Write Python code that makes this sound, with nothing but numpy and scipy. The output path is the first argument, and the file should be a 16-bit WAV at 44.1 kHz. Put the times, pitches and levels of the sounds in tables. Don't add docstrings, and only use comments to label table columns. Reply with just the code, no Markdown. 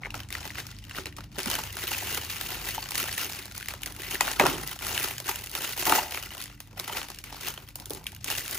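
import sys
import numpy as np
from scipy import signal
from scipy.fft import rfft, irfft, next_fast_len
from scipy.io import wavfile

SR = 44100
rng = np.random.default_rng(int(sys.argv[2]) if len(sys.argv) > 2 else 0)


def persist_wave(psi):
    counts = np.round(np.clip(psi, -1, 1) * 32767).astype(np.int16)
    wavfile.write(sys.argv[1], SR, np.atleast_2d(counts).T)


N = 378378

# f/Hz, left minus right level/dB
STEREO_TILT = [(60, 0.3), (130, -1), (250, -6.5), (550, -0.5), (1000, 1), (1650, 2), (4970, 2), (15000, -1)]
LEFT_RIGHT = np.array([[0.5], [-0.5]])
MEAN_HANDLING_DB = -45


def from_db(db):
    return 10 ** (np.asarray(db) / 20)


def rms_one(x):
    return x / np.sqrt(np.mean(x ** 2) + 1e-20)


def at_hz(points, hz):
    table_hz, values = np.transpose(points)
    return np.interp(np.log(hz), np.log(table_hz), values)


def fade(power, t60):
    r = 10 ** (-6 / (t60 * SR))
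    return signal.lfilter([1 - r], [1, -r], power + 1e-18)


def drift(rate_hz):
    r = np.exp(-80 * np.pi * rate_hz / SR)
    slow = signal.lfilter([1], [1, -2 * r, r * r], rng.standard_normal(N // 40 + 2002))
    slow = slow[2000:]
    return np.interp(np.arange(N) / 40, np.arange(len(slow)), rms_one(slow - slow.mean()))


def pair(white, alike):
    alike = np.clip(alike, 0, 1)
    middle = np.sqrt(1 + alike) * white[0]
    side = np.sqrt(1 - alike) * white[1] * [[1], [-1]]
    return (middle + side) / np.sqrt(2)


def ring(drive, hz, t60):
    r, w = from_db(-60 / (t60 * SR)), 2 * np.pi * hz / SR
    return signal.lfilter([0, np.sin(w)], [1, -2 * r * np.cos(w), r * r], drive + 1e-18)


def room_tone():
    # f/Hz, width/Hz, relative level/dB
    resonances = [(47, 3.7, 3.5), (74.2, 3.1, 3.5), (100.6, 7.2, 0.5), (127.3, 5.9, -2), (160.1, 6.4, -7.5),
                  (200, 6.9, -12.5), (295.1, 6.2, -6.5)]
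    # f/Hz, relative level/dB per Hz
    air_colour = [(30, -18), (45, 1), (110, -3), (250, -10), (450, -26.5), (1000, -33.5), (3000, -61),
                  (7000, -72), (15000, -57)]
    # t/s, level/dB
    weakening = [(0, 2), (2.2, 1.5), (3.5, 1), (6, -1.5), (8.58, -1.5)]
    size = next_fast_len(N)
    hz = np.maximum(np.fft.rfftfreq(size, 1 / SR), 1)
    hum_power = 0
    for centre_hz, width_hz, level_db in resonances:
        hum_power = hum_power + from_db(2 * level_db) / (1 + (2 * (hz - centre_hz) / width_hz) ** 2) ** 2
    white = rng.standard_normal((2, 2, size))
    hum = irfft(rfft(pair(white[0], 0.99)) * np.sqrt(hum_power), size)[:, :N]
    air = irfft(rfft(pair(white[1], 0.91)) * from_db(at_hz(air_colour, hz)), size)[:, :N]
    swell_db = np.interp(np.arange(N) / SR, *np.transpose(weakening))
    return from_db(swell_db - 49.5) * rms_one(hum) + from_db(swell_db - 52.5) * rms_one(air)


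def handling():
    # peak t/s, peak level/dB, rise/s, fall/s, body share of lows/dB
    moves = [(.068, -52, 0.2, 0.065, 9), (0.153, -45.5, 0.035, 0.1, 7.5), (.33, -43, 0.057, 0.23, 0.5),
             (.48, -46, 0.18, 0.26, -2), (.59, -41, 0.073, 0.065, 0.5), (.67, -49, 0.038, 0.1, 0),
             (.82, -56.5, 0.18, 0.09, -4), (0.971, -41, 0.098, 0.13, 0), (1.066, -52, 0.024, 0.048, 6),
             (1.18, -55, 0.056, 0.05, 12), (1.237, -56, 0.026, 0.026, 0), (1.328, -59, .015, 0.038, -4),
             (1.362, -47, 0.052, 0.06, 1), (1.39, -42, 0.044, 0.28, -7), (1.47, -40, 0.1, 0.21, 3),
             (1.549, -36, 0.13, 0.24, 2.5), (1.89, -37.5, 0.33, 0.56, -3.5), (2.12, -35, 0.45, 0.25, -1.5),
             (2.33, -42, 0.2015, 0.42, -8.5), (2.53, -40, 0.51, 0.29, 0.5), (2.67, -36, 0.07, 0.35, -1.5),
             (2.97, -34, 0.064, 0.32, -3.5), (3.18, -36.5, 0.28, 0.45, -2.5), (3.58, -43, 0.074, 0.14, -2),
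             (3.7, -49, 0.095, 0.23, 1.5), (3.88, -48.5, 0.08, 0.17, 7), (4.03, -44, 0.19, 0.15, 0.5),
             (4.15, -38, 0.18, 0.027, -1.5), (4.214, -40, .02, 0.24, 3), (4.3, -37.5, 0.19, 0.17, 2.5),
             (4.387, -38, .012, 0.042, 0), (4.41, -35, 0.0328, 0.26, 15.5), (4.49, -36.5, 0.198, 0.29, 3),
             (4.68, -47, 0.18, 0.26, -2), (4.84, -39, 0.085, .4, -0.5), (4.98, -34.5, 0.29, 0.11, 1),
             (5.08, -38.5, 0.17, 0.15, -3), (5.284, -35, 0.048, 0.11, -5), (5.38, -47, .2, 0.36, -1),
             (5.59, -37, .15, 0.55, 1), (5.79, -39, 0.39, 0.32, -7.5), (5.89, -30, 0.0697, 0.19, 6),
             (5.961, -30.5, 0.1894, 0.0972, -1.5), (6.15, -40.5, 0.16, 0.34, -2.5),
             (6.409, -48, 0.42, 0.19, -2), (6.52, -61, 0.052, 0.096, 4), (6.629, -62, 0.029, 0.061, -2.5),
             (6.73, -61, 0.038, 0.063, 14), (6.775, -48.5, .015, 0.088, 5), (6.8, -49.5, 0.056, 0.14, 1),
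             (6.89, -44, 0.1005, 0.16, 3.5), (6.971, -38, 0.15, 0.11, 1.5), (7.1, -51.5, 0.083, 0.25, -0.5),
             (7.29, -45.5, 0.14, 0.14, 0), (7.36, -45, 0.13, 0.064, 4), (7.48, -38, 0.13, 0.056, 0),
             (7.56, -52.5, 0.1, 0.3, 3), (7.691, -67, 0.069, 0.06, 2.5), (7.79, -55.5, 0.043, 0.19, 9.5),
             (7.921, -52.5, 0.043, 0.32, 8.5), (8.08, -86, 0.096, 0.31, 2.5),
             (8.31, -35, 0.093, 0.25, -2.5), (8.56, -39.5, 0.26, 0.27, -1)]
    surge_span_db = 20
    t = np.arange(0, N + 64, 64) / SR
    power, body = from_db(2 * -70), 0
    for s, peak_db, rise_s, fall_s, body_db in moves:
        away = np.maximum((s - t) / rise_s, (t - s) / fall_s)
        surge = from_db(2 * (peak_db - surge_span_db * away))
        power = power + surge
        body = body + surge * body_db
    return [np.interp(np.arange(N) / SR, t, curve) for curve in (10 * np.log10(power), body / power)]


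def creases(handling_db):
    per_s = 330.0 * from_db(0.4 * (handling_db - MEAN_HANDLING_DB) + 4.0 * drift(25))
    at = np.flatnonzero(rng.random(N) < per_s / SR)
    size_db = 4.2 * np.minimum(rng.exponential(1, len(at)), 3.3)
    energy = from_db(2 * size_db)
    return at, energy / np.mean(energy) * SR / per_s[at]


def tinted(hz, level_db, body_db, treble_db):
    low = np.interp(np.log(hz), np.log([1000, 2000]), [1, 0])
    high = np.interp(np.log(hz), np.log([5500, 11000]), [0, 1])
    sheen_db = 0.2261 * (level_db - MEAN_HANDLING_DB)
    return level_db + low * (3 + body_db) + high * (treble_db + sheen_db)


def buckling(at, energy, crease_db, snap_at, snap_db):
    # f/Hz, relative level/dB per Hz
    film_colour = [(150, -10.5), (350, -4), (550, -7), (900, -4.5), (1400, -2.5), (2000, 0.5), (2900, 1),
                   (4000, -2.5), (7000, -3), (10000, -6.5), (14500, -3)]
    # f/Hz, likeness (0 to 1)
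    likeness = [(150, 0.41), (600, 0.11), (1700, 0.4), (4000, 0.099), (6500, 0.35), (9000, 1), (15000, 1)]
    snap_bands = [170, 420, 900, 2000, 5000, 11000]
    snap_onset_s, snap_fall_s, rustle_t60_s = 0.0062, 0.0028, 0.019
    room_t60_s = 0.17
    edges = np.append(130 * 2 ** np.arange(0, 6.9, 0.5), 16500)
    crease_colour = rng.standard_normal((len(at), len(edges)))
    snap_colour = rng.standard_normal((len(snap_at), len(edges)))
    white = rng.standard_normal((4, 2, N))
    sign = rng.choice([-1, 1], N)
    out = 0
    for k, (low, high) in enumerate(zip(edges, edges[1:])):
        hz = np.sqrt(low * high)
        level_db = crease_db(hz) + at_hz(film_colour, hz) + 2.97 * crease_colour[:, k] + 6.5
        crease = np.zeros(N)
        crease[at] = energy * from_db(2 * level_db)
        level_db = np.array([np.interp(np.log(hz), np.log(snap_bands), row) for row in snap_db])
        snap = np.zeros(N)
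        snap[snap_at] = 0.0016 * SR * from_db(2 * (level_db + snap_colour[:, k]))

        click = sign * (from_db(-1.5) * np.sqrt(crease) + from_db(-2) * np.sqrt(snap))

        snap = fade(snap[::-1], snap_onset_s)[::-1]
        snap_burst = from_db(2 * -3) * fade(snap, snap_fall_s + 4.1 / hz)
        snap_rustle = from_db(2 * -7.5) * fade(snap, rustle_t60_s)

        swell_s = 0.0045 + 3.3 / hz
        crease = fade(fade(crease[::-1], 5.0 * swell_s)[::-1], swell_s)
        burst_power = from_db(2 * -1.75) * fade(crease, swell_s) + snap_burst + snap_rustle
        burst = np.sqrt(burst_power) * pair(white[k % 2], at_hz(likeness, hz))

        tail_power = fade(from_db(2 * -3.25) * crease + from_db(2 * -7) * snap, room_t60_s)
        tail = np.sqrt(tail_power) * pair(white[2 + k % 2], 0.77)

        band = signal.butter(2, [low, high], "band", fs=SR, output="sos")
        side = from_db(at_hz(STEREO_TILT, hz) * LEFT_RIGHT)
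        out = out + side * signal.sosfilt(band, click + burst + tail)
    return out


def bottle_ringing(at, energy, crease_db):
    # f/Hz, relative level/dB, t60/s
    bottle_tones = [(372, -5, 0.048), (740, -8, 0.019), (880, 0.5, 0.013), (930, -14.5, 0.025),
                    (1400, -4.5, 0.041), (1980, -6, 0.019), (1990, -2.5, 0.042), (2620, -2, 0.013),
                    (2800, 0.5, 0.036), (3048, 2, 0.023), (4460, -1, 0.02)]
    dealt = rng.integers(0, len(bottle_tones), len(at))
    out = np.zeros((2, N))
    for k, (hz, level_db, t60) in enumerate(bottle_tones):
        clicks = np.zeros(N)
        clicks[at] = (dealt == k) * np.sqrt(energy) * from_db(crease_db(hz) + level_db - 18.0)
        out += ring(clicks, hz, t60) * from_db(rng.normal(1, 0.57) * LEFT_RIGHT)
    return out


def snap_rings(snap_at, level_db, ring_hz):
    out, t = np.zeros((2, N)), np.arange(SR // 30) / SR
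    envelope = from_db(-6.0 - 60 * t / 0.013) * np.minimum(t / 0.0012, 1)
    for i, snap_level_db, hz in zip(snap_at - 50, level_db, ring_hz):
        note = from_db(snap_level_db) * envelope * np.sin(2 * np.pi * hz * t)
        out[:, i:i + len(t)] += note[:N - i]
    return out


def film():
    # t/s, level/dB, body share up to 900 Hz/dB, bright share from 5 kHz/dB, ring f/Hz
    snaps = [(0.035, -23.5, -19, -30, 2160), (0.0497, -23, -22, -26, 2130), (0.058, -22.5, -21, -30, 2180),
             (0.065, -31, -18, -28, 2210), (0.1056, -27, -37, -7.5, 2740), (0.143, -20.5, -8, -12, 1350),
             (0.153, -36, -2, 5, 4100), (0.1781, -40, -8, 4, 1590), (0.2034, -24.5, -17, -8, 3120),
             (0.2338, -34, -14, -6, 3100), (0.2883, -42, -18, 3, 2670), (0.305, -26, -14, -7, 2017),
             (0.3265, -21, -21, -6.5, 2740), (0.3521, -18.5, -19.5, -11, 1950), (0.43, -31, -25, -8, 2520),
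             (0.4542, -27, -2, -3.5, 1990), (0.477, -29, -15, -3, 2950), (0.5051, -25, -25, -19, 1970),
             (0.5552, -25.5, -12, -10, 2460), (0.5837, -20, -18, -19, 1990), (0.6019, -26, -26, -3.5, 1730),
             (0.668, -35.5, -17, 4.5, 2520), (0.6757, -45, -24, -4, 1430), (0.69, -36, -19, -14, 1400),
             (0.715, -38.5, -12, 2.5, 2780), (0.7267, -38, -22, -20, 1990),
             (0.7875, -36.5, -28, -1.5, 2800), (0.8405, -32, -36, -9, 3010), (0.851, -40, -27, -2, 2780),
             (0.8962, -30, -22, -5, 1940), (0.9112, -25, -18, -14, 2770), (0.9488, -26, -26, -24, 1870),
             (0.9782, -24, -20, -9, 1282), (0.9848, -20, -11, -12, 1450), (1.0578, -23, -13, -5.5, 1950),
             (1.068, -23, -19, -16, 4080), (1.126, -34, -24, -10, 1930), (1.1662, -36, -24, 2, 1970),
             (1.171, -34, -15, -2, 1910), (1.1847, -29.5, -4.5, -8, 1200), (1.2071, -28.5, -15, -9, 1383),
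             (1.2418, -39.5, -6, -1.5, 2800), (1.3851, -20.5, -8, -3.5, 1570), (1.392, -21, -9, -4, 2880),
             (1.4032, -25, -14, -5, 1980), (1.432, -31.5, -17, 4, 2177), (1.459, -22.5, -3, -1.5, 1520),
             (1.501, -20, -8, -2, 1500), (1.514, -17, -17, -7, 2960), (1.5535, -17.5, -20, -7, 3093),
             (1.5884, -28.5, -1, 0, 1850), (1.6373, -22.5, -12, -4, 2760), (1.7038, -33, -19, -17, 3100),
             (1.7692, -24.5, -4.5, -5, 1436), (1.796, -30, -23, -8, 1950), (1.835, -36, -11, -1, 1412),
             (1.871, -24, -20, -6, 2800), (1.9172, -21.5, -6.5, -21, 2800), (1.948, -20.5, -19, -20, 2597),
             (2.1476, -31.5, -14, 7, 4490), (2.1742, -20.5, -6, -8, 2970), (2.2493, -32, -13, 1, 2470),
             (2.2987, -22.5, -24, -8, 2430), (2.3658, -22, -13, -13, 2470), (2.412, -22, -14, -1.5, 1650),
             (2.5946, -32, -14, -17, 2550), (2.6097, -46, -16, -4, 2950), (2.6549, -36, 0, 7, 1477),
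             (2.7481, -23.5, -27.5, -17, 3005), (2.8272, -20.5, -16, -11, 4470),
             (2.858, -27.5, -5, -17, 3000), (2.889, -26, -13, -3.5, 2420), (2.9086, -31.5, -6, 6.5, 1917),
             (2.919, -26, -8.5, -1, 1980), (2.9468, -35, -12, 7, 4320), (2.9548, -18.5, -22, -3, 1850),
             (3.0301, -31, -19, 3, 1808), (3.0403, -25, -4, -3, 1280), (3.084, -25, -23, -27, 1746),
             (3.093, -24, -23, -27, 1875), (3.128, -27.5, -11, 1.5, 1915), (3.1524, -43, -8, -1, 2102),
             (3.18, -16.5, -15.5, -6, 1900), (3.2105, -37, -22, -9, 1840), (3.3228, -32, -16, 2, 4240),
             (3.3333, -29, -21, -3, 2817), (3.4562, -35.5, -4, 1, 1350), (3.522, -41, -23, 1.5, 2020),
             (3.5517, -30, -18, -5, 1390), (3.565, -38, -11, 3, 1970), (3.5791, -34.5, -3, 6.5, 1251),
             (3.601, -29, -19, -7, 1960), (3.61, -27, -25, -13, 1500), (3.6275, -24, -29, -10, 2020),
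             (3.6594, -29.5, -23, -6, 2000), (3.6854, -20, -14, -4.5, 1975), (3.694, -35, -21, -4, 4400),
             (3.738, -26, -6, -7.5, 1390), (3.8195, -43, -18, 7, 4510), (3.8337, -20.5, -37, -8.5, 3000),
             (3.8607, -25.5, -12, -0.5, 1950), (3.874, -28.5, -17, -5, 3510), (3.9048, -40, -14, -1, 1917),
             (3.9232, -38, -19, 3.5, 2043), (3.9644, -33.5, -14, -1.5, 2110),
             (4.02, -27.5, -18, -4.5, 1856), (4.0332, -27, -18, -21, 1980), (4.0655, -29, -18, -27, 2080),
             (4.11, -35.5, -17, 7.5, 2120), (4.148, -22, -23, -15, 2145), (4.1545, -18, -23, -13, 1890),
             (4.2089, -11, -6.5, -2.5, 2048), (4.2511, -29.5, -14, 1, 2720), (4.2784, -17, -4.5, -9, 1452),
             (4.3155, -28.5, -14, 5.5, 3150), (4.33, -34, -17, 7, 1800), (4.398, -3.5, -8, -12, 2216),
             (4.4111, -9.5, -14, -19, 1650), (4.46, -12.5, 0, -14, 1345), (4.466, -13.5, -1.5, -3, 1230),
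             (4.5291, -32, -6, 3, 3850), (4.6, -29, -15, -12, 1209), (4.6754, -29.5, -16, 3.5, 2505),
             (4.693, -44, 7, 9, 3726), (4.7323, -35, -13, 2, 2763), (4.7905, -27.5, -27, -9, 2947),
             (4.8491, -39, -12, 7, 2763), (4.8685, -36, -13, 9, 2756), (4.909, -31, -3, 2, 3010),
             (4.978, -11.5, -35, -14, 2953), (4.9989, -26, -14, -3, 2960), (5.0126, -23, -26, -21, 2423),
             (5.03, -30, -19, 3, 2520), (5.0859, -25, -9, -1.5, 2830), (5.1599, -37, -24, -4, 3130),
             (5.1818, -25, -16, -2.5, 3080), (5.2018, -27, -3.5, -2, 2204), (5.2438, -33.5, -16, -5, 3790),
             (5.2939, -26.5, -4, 1.5, 1704), (5.359, -19.5, -26, -8.5, 2915), (5.391, -37, -9, 4, 2740),
             (5.4408, -41, -3, 9, 2593), (5.4613, -38, -5, 5, 3140), (5.4719, -25.5, -30, -8, 2824),
             (5.496, -45, -6, 10, 3680), (5.515, -42, -13, 10, 2855), (5.552, -17, -11, -5, 3570),
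             (5.6697, -28, -27, -12.5, 2830), (5.7252, -40, -23, 11, 3420), (5.7769, -30.5, 2, 2, 3060),
             (5.7992, -40, -16, 8, 2066), (5.8254, -20.5, -9, -17, 2640), (5.8546, -21.5, -16, 0, 2833),
             (5.896, -14, -7, -4.5, 3277), (5.9238, -7.5, -4.5, -17, 1230), (5.9765, -17.5, -3, -10, 2900),
             (5.995, -20, -18, -18, 2700), (6.0956, -42, -4, 2, 2660), (6.1095, -35.5, -14, 5.5, 3220),
             (6.1744, -22, -7.5, -9, 2530), (6.2272, -32, -5, 1, 2960), (6.2362, -27, -16, -13, 2906),
             (6.3065, -27, -24, -14, 2920), (6.3498, -34.5, 2, 1, 3060), (6.37, -35, -0.5, -2, 3440),
             (6.38, -30, -33, -5, 2910), (6.4154, -27, -35, -3, 2530), (6.4242, -31, -19, 2, 2690),
             (6.4397, -36, -16, 5.5, 2750), (6.458, -31.5, -15, -5, 2030), (6.6038, -32.5, -11, 0.5, 2597),
             (6.674, -48.5, -8, 1, 1220), (6.7933, -31, -11, -4, 3130), (6.7981, -22, -10, -1.5, 3790),
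             (6.845, -30, -25, -5, 2800), (6.8785, -24, -6, -5.5, 2960), (6.897, -25, -3, -17, 3070),
             (6.97, -25, -18.5, -25, 2708), (7.0161, -25, -3.5, -9, 2997), (7.0306, -27, -16, -7.5, 2810),
             (7.0858, -35.5, -3, 0, 2530), (7.1022, -37, -2, 7, 4270), (7.147, -42, -22, 6, 2940),
             (7.1606, -49, -14, 5, 2580), (7.188, -29.5, -37, -2, 2845), (7.2404, -27, -20, -4, 2606),
             (7.377, -42.5, -2, -7, 2736), (7.4104, -41, -6.5, 10, 3500), (7.4777, -24, -28, -11, 2640),
             (7.484, -24.5, -10, -4, 3040), (7.54, -28.5, -14, -7, 2890), (7.577, -25, -10, -15, 3160),
             (7.677, -38, -23, -14, 3170), (7.6883, -39.5, -19, -1.5, 2674), (7.757, -33, -5.5, 3, 2800),
             (7.8, -36, -24, 1.5, 2080), (7.8577, -39.5, -15, 8, 4060), (7.8982, -49, 4, 13, 4390),
             (7.9064, -33, -9, 5.5, 3240), (7.9347, -43.5, -8, 13, 3890), (7.949, -41.5, -4, 7, 4440),
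             (7.9733, -38, -12, -7, 2845), (8.0415, -43, -19, 3, 2210), (8.058, -35, -6, -15.5, 2220),
             (8.068, -17, -47, -8.5, 3200), (8.12, -36, -20, -2, 1950), (8.1488, -40, -13, 2.5, 4620),
             (8.1643, -31, -38, -10, 2880), (8.2442, -31.5, -4, 7, 2550), (8.3021, -22, -8, 1, 1850),
             (8.3653, -27, -29, -5, 2117), (8.383, -23, -24.5, -3, 3254), (8.3951, -30, -21, 1, 2108),
             (8.4798, -30, -19, 0, 2360), (8.511, -35, -11, 7, 2430), (8.5473, -37, -10, 9, 2860)]
    typical_snap = [-22, 7.5, 13, 2.5, 3.5, 2.5]
    # t/s, level/dB
    treble = [(0, -6.5), (.3, -3.5), (1.3, -5), (1.5, -1), (4.2, -0.5), (4.45, -4.5), (4.7, 0.5),
              (6.0, -0.5), (7.3, -2), (7.75, 3), (8.2, -1.5), (8.58, 2.5)]
    handling_db, share_db = handling()
    at, energy = creases(handling_db)
    treble_db = np.interp(at / SR, *np.transpose(treble))

    def crease_db(hz):
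        return tinted(hz, handling_db[at], share_db[at], treble_db)

    snap_s, peak_db, body_db, bright_db, ring_hz = np.transpose(snaps)
    snap_at = (snap_s * SR).astype(int)
    shares_db = np.array([body_db, body_db, body_db, 0 * peak_db, bright_db, bright_db])
    snap_db = (peak_db + shares_db).T + typical_snap
    snap_db[:, -1] += np.interp(snap_s, *np.transpose(treble))
    ring_db = snap_db[:, 3] - 0.1736 * bright_db
    noise = buckling(at, energy, crease_db, snap_at, snap_db)
    return noise + bottle_ringing(at, energy, crease_db) + snap_rings(snap_at, ring_db, ring_hz)


def bottles():
    # t/s, level/dB, f struck most/Hz, rattle t60/s
    knocks = [(0.985, -31, 405, 0.058), (1.06, -31.5, 420, 0.061), (1.381, -24.5, 372.3, 0.052),
              (1.463, -19, 200, 0.039), (1.583, -24, 880, 0.019), (2.023, -27, 800, 0.012),
              (2.126, -30, 420, 0.022), (2.18, -34.5, 393, 0.017), (2.779, -21.5, 900, 0.016),
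              (3.255, -31, 325.9, 0.025), (4.207, -19, 1189, 0.031), (4.399, -4, 215, 0.019),
              (4.401, -12.5, 1160, 0.017), (4.422, -15.5, 348, 0.074), (4.4, -7, 151, 0.68),
              (4.411, -12, 600, 0.018), (4.458, -19, 1170, 0.025), (4.459, -14, 287.5, 0.019),
              (4.51, -22, 332.5, 0.03), (4.478, -17, 326, 0.46), (5.2885, -18, 950, 0.015),
              (5.298, -23.5, 929, 0.16), (5.868, -12, 847, 0.13), (5.895, -8, 802, 0.58),
              (5.9232, -11.5, 1150, 0.0044), (5.924, -18, 342, 0.042), (5.983, -19.5, 873, 0.032),
              (6.771, -36.5, 756, 0.052), (6.896, -30, 889, 0.037), (6.95, -27, 906.5, 0.091),
              (7.907, -28, 380, 0.025), (7.92, -32, 380, 0.16), (7.952, -36, 388, 0.032)]
    # f/Hz, relative level/dB, longest t60/s
    modes = [(128, -10, 0.2), (159, -7.5, 0.21), (203, -6, 0.085), (256, -0.5, 0.14), (317, -3, 0.068),
             (369.8, 0, 0.2), (402, 13.5, 0.017), (600, 1, 0.0926), (724.7, 3, 0.05), (880, 3, 0.046),
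             (967, -0.5, 0.078), (1252, 4.5, 0.041), (1580.6, -15, 0.033), (1950, 18, 0.14),
             (2190, 9, 0.057), (2530, 27.5, 0.1)]
    grip_damping = 2.27
    out, t = np.zeros((2, N)), np.arange(SR // 3) / SR
    for s, peak_db, spot_hz, rattle_t60 in knocks:
        i = int(s * SR)
        noise = pair(rng.standard_normal((2, len(t))), 0.82)
        drive = noise * from_db(peak_db - 27.5 - 60 * t / rattle_t60) / np.sqrt(rattle_t60 / 0.029)
        drive[:, 0] = from_db(peak_db - 6) / max(1, rattle_t60 / 0.034)
        for k, (hz, level_db, t60) in enumerate(modes):
            sense = (-1) ** k
            mode_db = level_db - 27.9 * abs(np.log2(hz / spot_hz))
            gain = sense * from_db(mode_db + at_hz(STEREO_TILT, hz) * LEFT_RIGHT)
            ringing = ring(drive, hz, min(t60, grip_damping * rattle_t60))
            out[:, i:i + len(t)] += gain * ringing[:, :N - i]
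    return out


def scene():
    return room_tone() + film() + bottles()


def record(dry):
    side_lead_s, port_lag_s, port_from_hz = 0.00003, 0.00026, 5633
    size = next_fast_len(N + 64)
    hz = np.fft.rfftfreq(size, 1 / SR)
    lead_cycles = side_lead_s * np.minimum(hz, port_from_hz)
    lag_cycles = port_lag_s * np.maximum(hz - port_from_hz, 0)
    turn = np.exp(-2j * np.pi * (lag_cycles - lead_cycles))
    ports = np.array([irfft(rfft(dry[0], size) * turn, size)[:N], dry[1]])
    rumble_cut = signal.butter(8, 40, "high", fs=SR, output="sos")
    top_cut = signal.cheby2(14, 60, 16300, fs=SR, output="sos")
    return signal.sosfilt(top_cut, signal.sosfilt(rumble_cut, ports))


dry = scene()
out = record(dry)
persist_wave(out)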